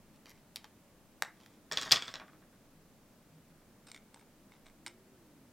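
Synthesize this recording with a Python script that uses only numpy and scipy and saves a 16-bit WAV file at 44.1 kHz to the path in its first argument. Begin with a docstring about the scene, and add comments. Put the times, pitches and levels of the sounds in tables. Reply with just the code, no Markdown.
"""Plastic ticks and creaks, then snaps: a small part is twisted off its moulded sheet until the gate breaks.
The sheet drops on a cutting mat, clatters and rocks to rest; two small parts are rubbed and clicked together.
Each contact is a noise crack plus damped modes, with two rebounds; rubbing is stick-slip on the same modes.
Heard close up in a small, quiet room, with soft low bumps, ventilation rumble and a faint distant whine."""
import sys
import numpy as np
from scipy import signal
from scipy.fft import rfft, irfft
from scipy.io import wavfile
from scipy.ndimage import uniform_filter1d

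SR = 44100
rng = np.random.default_rng(int(sys.argv[2]) if len(sys.argv) > 2 else 0)


def bounce(signal):
    """Save signal as a 16-bit WAV file at the path given by the first command-line argument."""
    frames = np.transpose(np.atleast_2d(signal))
    limited = np.clip(frames, -1, 1)
    pcm = np.round(limited * 32767).astype(np.int16)
    wavfile.write(sys.argv[1], SR, pcm)


N = 243661
TIME = np.arange(N) / SR
AGE = TIME[:SR // 2]  # s since a blow
SHEET_GAP_S = .0092  # to the sheet's first rebound
FLAT_S = 1.92  # the dropped sheet comes flat

# crack spectrum of held sheet and gate: f/Hz, level/dB
CRACK = [(150, -19), (500, 6), (1200, 10), (2500, 11.5), (5000, 4.5), (7000, 2), (10000, -7.5),
         (15500, -16)]


def twisted_sheet():
    """The held sheet ticks as the gate strains; fingers rub and damp it."""
    # ticks: t/s, level/dB, tilt/(dB/oct), flexing bar f/Hz, rebound loss/dB
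    twists = [(.2576, -53.5, 0, 4600, 3), (.2946, -55.5, 5, 11800, 2), (.5593, -37, 4.5, 4560, 9.5),
              (.6433, -48, -1.5, 850, 8), (1.4020, -63, 0, 4800, 0.5), (1.4614, -55, 1, 1760, 24)]
    # finger strokes: t/s, length/s, level/dB
    rubs = [(.13, 0.051, -74.5), (.255, 0.079, -65), (.33, 0.085, -74.5), (1.33, 0.27, -74)]
    # held sheet modes: f/Hz, level/dB, t60/s
    modes = [(850, -16, 0.034), (1760, -15, 0.014), (3150, -8.5, 0.025), (3770, -6, 0.009),
             (4650, -3.5, 0.0075), (4860, -16.5, 0.033), (5580, -3, 0.0086), (7060, -12, 0.006),
             (10500, -7, 0.0036), (12000, -12, 0.0042), (13000, -8, .004)]
    contacts = rebounding(twists, SHEET_GAP_S)
    ticks = clicks(contacts, modes, CRACK, crack_db=0, crack_t60_s=.017, scatter_db=1, focus_db=10.5)
    return ticks + friction(rubs, modes, CRACK, slips_per_s=1100, spread_db=7, crack_db=4)


def gate_snap():
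    """The gate breaks and the freed sheet kicks back."""
    # break and kick: t/s, level/dB, tilt/(dB/oct), main f/Hz, rebound loss/dB
    snaps = [(1.2226, -25, 1.5, 1700, 16.5), (1.2487, -45.5, -0.5, 834, 15)]
    # gate modes: f/Hz, level/dB, t60/s
    modes = [(466, -10.5, 0.013), (816, 1, 0.012), (1596, 5.5, 0.0073), (2110, -2, 0.0084),
             (2480, -9, 0.016), (3400, -2, 0.0045), (3910, -3, 0.0029), (6100, -8, 0.0042),
             (6840, -11, 0.0034), (8100, -8.5, 0.0055), (12600, -9, 0.0025)]
    contacts = rebounding(snaps, gap_s=.01)
    return clicks(contacts, modes, CRACK, crack_db=-4.5, crack_t60_s=.015, scatter_db=2, focus_db=2)


def dropped_sheet(crack_db=-3.5, lattice_db=-8, thud_fade_db_per_s=27):
    """Each landing bar rings at its own pitch, shakes the lattice of parts and thuds on the mat."""
    # loose sheet modes: f/Hz, level/dB, t60/s
    modes = [(622, -26.5, .07), (1125, -18, 0.085), (1463, -20, .045), (1830, -14.5, 0.021),
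             (2173, -21, 0.04), (2430, -20, 0.061), (3200, -18.5, 0.039), (3440, -5, 0.017),
             (3610, -20, 0.078), (3953, -4.5, 0.013), (4200, -22.5, 0.095), (4600, -5.5, 0.01305),
             (5110, -5, .012), (5500, -4, 0.012), (5730, -10.5, 0.010), (6710, -18.5, 0.018),
             (7540, -13, .01), (8180, -14, 0.0089), (11850, -19.5, 0.0044)]
    # spectra of the crack, the lattice's many weak modes and the mat: f/Hz, level/dB
    crack_spectrum = [(150, -23), (600, -14), (1500, -4.5), (3000, 3), (5700, 4.5), (7500, -7),
                      (10000, -18), (15500, -20.5)]
    lattice_spectrum = [(300, -7), (1100, -1), (1800, 3), (4000, 0.5), (5700, -5), (7500, -12),
                        (12000, -28)]
    mat_spectrum = [(50, -23.5), (110, -2), (200, -1), (380, -4.5), (650, -4), (900, -8.5), (1150, 1.5),
                    (1800, -2), (3000, -20), (8000, -46.5)]
    # sheet scuffing over the mat: t/s, length/s, level/dB
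    scuffs = [(1.715, 0.23, -51.5), (1.97, 0.17, -57)]
    out = np.zeros(N)
    for s, db, tilt_db_oct, bar_hz in rebounding(landings() + relaxing_taps(), SHEET_GAP_S):
        bar = ring(struck_at(modes, bar_hz, focus_db=14), scatter_db=1.5)
        crack = undb(crack_db) * burst(crack_spectrum, t60_s=.0072)
        lattice = undb(lattice_db) * burst(lattice_spectrum, t60_s=.14)
        add(out, s, blow(bar + crack + lattice, db, tilt_db_oct))
        # the soft mat evens out the blows; its thud dies once the sheet lies flat
        thud_db = -32.5 + .28 * db - thud_fade_db_per_s * max(s - FLAT_S, 0)
        add(out, s, blow(burst(mat_spectrum, t60_s=.08), thud_db, tilt_db_oct=0))
    return out + friction(scuffs, modes, crack_spectrum, slips_per_s=1100, spread_db=3.5, crack_db=8.5)


def landings(middle_bar_hz=3586, tilt_per_oct=3.6, tilt_per_db=.1379, dulling_per_s=7.1):
    """Contacts with the mat: short bars and hard blows are brighter; the clatter dulls as it settles."""
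    # sheet landing and slapping flat: t/s, level/dB, bar f/Hz, rebound loss/dB
    hits = [(1.7142, -34, 1860, 10), (1.7218, -33, 6120, 4), (1.7729, -24.5, 3480, 10.5),
            (1.8137, -38.5, 7300, -0.5), (1.861, -44, 1880, 0.5), (1.9102, -28, 3540, 5),
            (1.917, -20.5, 4380, 14), (1.9211, -13.5, 4910, 19), (1.9235, -16.5, 3390, 12),
            (1.9595, -29, 3450, 15), (1.9700, -34, 3430, 15), (2.0229, -35, 3500, 28),
            (2.0613, -55, 3400, 14), (2.0800, -38.5, 3570, 9.5), (2.14, -38.5, 5400, 11),
            (2.1557, -40, 3740, 13), (2.1988, -46, 2410, 8), (2.216, -46.5, 1140, 8.5)]
    rows = []
    for s, db, bar_hz, loss_db in hits:
        bar_tilt = 3.5 + tilt_per_oct * np.log2(bar_hz / middle_bar_hz)
        tilt_db_oct = bar_tilt + tilt_per_db * db - dulling_per_s * (s - FLAT_S)
        rows.append((s, db, tilt_db_oct, bar_hz, loss_db))
    return rows


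def relaxing_taps(start_s=2.28, gap_s=.052, slowing=1.42, tilt_db_oct=-8.5, bar_hz=1410, loss_db=7):
    """The sheet relaxes on the mat in four dull taps, ever slower and fainter."""
    return [(start_s + gap_s * k ** slowing, -57.5 - 4 * k, tilt_db_oct, bar_hz, loss_db)
            for k in range(4)]


def joining_parts():
    """Two small hollow parts scrape, catch and click home."""
    # catches, then the peg seats: t/s, level/dB, tilt/(dB/oct), struck wall f/Hz, rebound loss/dB
    catches = [(3.8698, -56.5, 1.5, 8300, 9), (3.9162, -46, 2, 3820, 20), (3.9457, -48.5, 1, 2250, 4.5),
               (4.1437, -52, -2, 8750, 4), (4.1950, -62, -1, 8300, 0), (4.5205, -58.5, -2, 2340, 3),
               (4.6665, -55.5, -0.5, 8640, 8), (4.6990, -63.5, -1.5, 2330, 16),
               (4.8634, -39.5, 3.5, 7400, 18), (4.8790, -46, 3, 2400, 20)]
    # part on part, last the peg in its socket: t/s, length/s, level/dB
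    slides = [(3.862, 0.049, -61), (3.935, 0.052, -64), (4.14, 0.094, -75.5), (4.50, 0.082, -73.5),
              (4.645, 0.039, -66.5), (4.8635, 0.012, -46)]
    # part modes: f/Hz, level/dB, t60/s
    modes = [(890, -2.5, 0.014), (2218, 1, 0.015), (2420, -9.5, 0.016), (3655, 0.5, 0.013),
             (4380, -4, 0.01), (5220, -5, 0.018), (7150, -14, 0.012), (7630, -7, 0.015), (8070, -9, 0.016),
             (8670, -5.5, 0.026)]
    # crack spectrum: f/Hz, level/dB
    crack = [(200, -19), (700, -1), (2000, 3), (5000, -1), (9000, -7), (10500, -17), (15500, -23)]
    contacts = rebounding(catches, gap_s=.017)
    ticks = clicks(contacts, modes, crack, crack_db=-3.5, crack_t60_s=.011, scatter_db=4.5, focus_db=11.5)
    return ticks + friction(slides, modes, crack, slips_per_s=600, spread_db=-4.5, crack_db=4)


def rebounding(contacts, gap_s, gap_shrink=.82, loss_growth=2.3, dulling_db_oct=2.5, wander_oct=.25):
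    """Springy plastic comes back twice, sooner and duller each time, mostly weaker, on another spot."""
    rows = []
    for s, db, tilt_db_oct, hz, loss_db in contacts:
        second_hz, third_hz = hz * 2 ** (wander_oct * rng.standard_normal(2))
        third_s = s + gap_s * (1 + gap_shrink)
        rows += [(s, db, tilt_db_oct, hz),
                 (s + gap_s, db - loss_db, tilt_db_oct - dulling_db_oct, second_hz),
                 (third_s, db - loss_db * loss_growth, tilt_db_oct - 2 * dulling_db_oct, third_hz)]
    return rows


def clicks(contacts, modes, crack_spectrum, crack_db, crack_t60_s, scatter_db, focus_db):
    """Contacts on one object: each is a short crack plus the ring of the part."""
    out = np.zeros(N)
    for s, db, tilt_db_oct, focus_hz in contacts:
        body = ring(struck_at(modes, focus_hz, focus_db), scatter_db)
        crack = undb(crack_db) * burst(crack_spectrum, crack_t60_s)
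        add(out, s, blow(body + crack, db, tilt_db_oct))
    return out


def friction(strokes, modes, crack_spectrum, slips_per_s, spread_db, crack_db):
    """Stick-slip: uneven tiny catches ring the part, swelling and dying with each stroke."""
    out = np.zeros(N)
    for s, length_s, db in strokes:
        n = int(length_s * SR)
        slipping = rng.random(len(AGE))[:n] < slips_per_s / SR
        size = rng.standard_normal(len(AGE))[:n]
        slips = slipping * np.sign(size) * undb(spread_db * np.abs(size)) * np.hanning(n) ** .5
        body = ring(modes, scatter_db=2) + undb(crack_db) * burst(crack_spectrum, t60_s=.009)
        scrape = unit(signal.fftconvolve(slips, body) + 1e-18)
        add(out, s, scrape * undb(db) * np.sqrt(n))
    return out


def struck_at(modes, focus_hz, focus_db, width_oct=.13):
    """The point of contact favours the modes around one pitch."""
    return [(hz, db + focus_db * np.exp(-(np.log2(hz / focus_hz) / width_oct) ** 2), t60_s)
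            for hz, db, t60_s in modes]


def ring(modes, scatter_db):
    """Damped modes, neighbours in opposite phase; every contact drives another mix."""
    hz, db, t60_s = np.transpose(modes)
    size, detune = rng.standard_normal((2, len(hz)))
    gains = undb(db + scatter_db * size) * (-1) ** np.arange(len(hz))
    detuned_hz = hz * (1 + .0067 * detune)
    swing = sum(g * np.sin(2 * np.pi * f * AGE) * fade(d) for g, f, d in zip(gains, detuned_hz, t60_s))
    return unit(shape(swing, [(150, -12), (500, -1.5)]))  # small parts radiate little bass


def burst(spectrum, t60_s):
    """Dying noise: countless dense, damped modes."""
    return unit(shape(rng.standard_normal(len(AGE)) * fade(t60_s), spectrum))


def blow(sound, db, tilt_db_oct):
    """A harder contact is brighter; db is the level of its energy packed into 4 ms."""
    hardness = [(750, -2 * tilt_db_oct), (12000, 2 * tilt_db_oct)]
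    return unit(shape(sound, hardness)) * undb(db) * np.sqrt(.004 * SR)


def room(x, wet_db, early_db=3, early_t60_s=.049, first_s=.004):
    """The table and near walls return a quick flurry, then a short tail whose treble dies first."""
    # room decay: f/Hz, t60/s
    decay = [(200, .36), (900, .27), (2200, 0.28), (5000, 0.19), (9000, 0.16)]
    # reflection spectrum: f/Hz, level/dB
    wall_spectrum = [(80, -13.5), (300, -3.5), (900, -1.5), (2000, -1), (3500, -4), (5500, -3), (8000, -1),
                     (15000, -9.5)]
    noise_bins = rfft(rng.standard_normal(len(AGE)))
    hz = np.fft.rfftfreq(len(AGE), 1 / SR)
    echoes = undb(early_db) * rng.standard_normal(len(AGE)) * fade(early_t60_s)
    for band_hz, t60_s in decay:
        band = along(hz, [(f, float(f == band_hz)) for f, _ in decay])
        echoes += irfft(noise_bins * band, len(AGE)) * fade(t60_s)
    onset = np.clip(AGE / first_s - 1, 0, 1)
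    response = shape(unit(echoes * onset), wall_spectrum)
    return x + undb(wet_db) * signal.fftconvolve(x, response)[:N]


def bumps(length_s=.127, hz=158.3):
    """Soft low swells with no attack while the hands move."""
    # bumps: t/s, level/dB
    swells = [(2.71, -63), (3.30, -60), (3.47, -61.5)]
    out, n = np.zeros(N), int(length_s * SR)
    for s, db in swells:
        add(out, s, np.sqrt(2) * undb(db) * np.hanning(n) * np.sin(2 * np.pi * hz * AGE[:n]))
    return out


def ventilation(mid_db=-62.5):
    """Steady stereo rumble with microphone hiss."""
    # rumble and hiss spectrum: f/Hz, level/dB
    spectrum = [(12, -36), (20, 1), (44, -14.5), (202, -4), (315, -7), (352, -11.5), (382, -12.5),
                (534, -13), (649, -14), (705, -17), (2330, -26), (3260, -29), (15500, -34)]
    # stereo width: f/Hz, side minus mid/dB
    width = [(25, -4), (60, -11.5), (125, -21.5), (500, -16.5), (2000, -7), (8000, -0.5), (14000, 0.5)]
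    mid, side = (unit(colour(rng.standard_normal(N), spectrum)) * np.sqrt(N) for _ in range(2))
    return undb(mid_db) * (mid + colour(side, width) * np.array([[1], [-1]]))


def distant_whine(waver_hz=9):
    """A faint, unsteady tone swells and sinks far away."""
    # whine contour: t/s, f/Hz, level/dB
    contour = [(4.699, 270, -89), (4.869, 336, -64.5), (4.999, 383.2, -73), (5.13, 384.5, -67.5),
               (5.28, 309.5, -69), (5.4, 269.2, -66.5), (5.53, 240, -66.5)]
    s, *columns = np.transpose(contour)
    hz, db = (np.interp(TIME, s, column) for column in columns)
    waver = unit(uniform_filter1d(rng.standard_normal(N), size=800)) * np.sqrt(N)
    phase = 2 * np.pi * np.cumsum(hz + waver_hz * waver) / SR
    return np.sqrt(2) * np.sin(phase) * undb(db) * (TIME > s[0])


def undb(db):
    """Decibels to gain."""
    return 10 ** (np.asarray(db) / 20)


def unit(x):
    """Scale to unit energy."""
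    return x / np.sqrt(np.sum(x ** 2))


def fade(t60_s):
    """Exponential decay after a blow."""
    return np.exp(-np.log(1000) * AGE / t60_s)


def along(hz, points):
    """Interpolate (f/Hz, value) points on a log-frequency axis."""
    f, value = np.transpose(points)
    return np.interp(np.log(hz + 1), np.log(f), value)


def colour(x, spectrum):
    """Zero-phase filter for steady sounds."""
    gain = undb(along(np.fft.rfftfreq(len(x), 1 / SR), spectrum))
    return irfft(rfft(x) * gain, len(x))


def shape(x, spectrum):
    """Minimum-phase filter: a blow's attack stays sharp."""
    n = len(x)
    gain = undb(along(np.fft.rfftfreq(n, 1 / SR), spectrum))
    cepstrum = irfft(np.log(gain), n)
    cepstrum[1:n // 2] *= 2
    cepstrum[n // 2 + 1:] = 0
    return irfft(rfft(x) * np.exp(rfft(cepstrum)), n)


def add(track, s, sound):
    """Mix a sound in at s seconds."""
    i = int(s * SR)
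    track[i:i + len(sound)] += sound[:N - i]


def scene():
    """All handling is straight ahead; the mat is a little further off than the hands."""
    in_hands = room(twisted_sheet(), wet_db=-9.5)
    in_hands += room(gate_snap(), wet_db=-12.5, early_db=5)
    in_hands += room(joining_parts(), wet_db=-11, early_db=8)
    on_mat = room(dropped_sheet(), wet_db=-7.5)
    return in_hands + on_mat + bumps() + ventilation() + distant_whine()


def record(dry):
    """Steep low-pass at 15.9 kHz."""
    return signal.sosfilt(signal.ellip(10, .2, 70, 15900, fs=SR, output="sos"), dry)


dry = scene()
out = record(dry)
bounce(out)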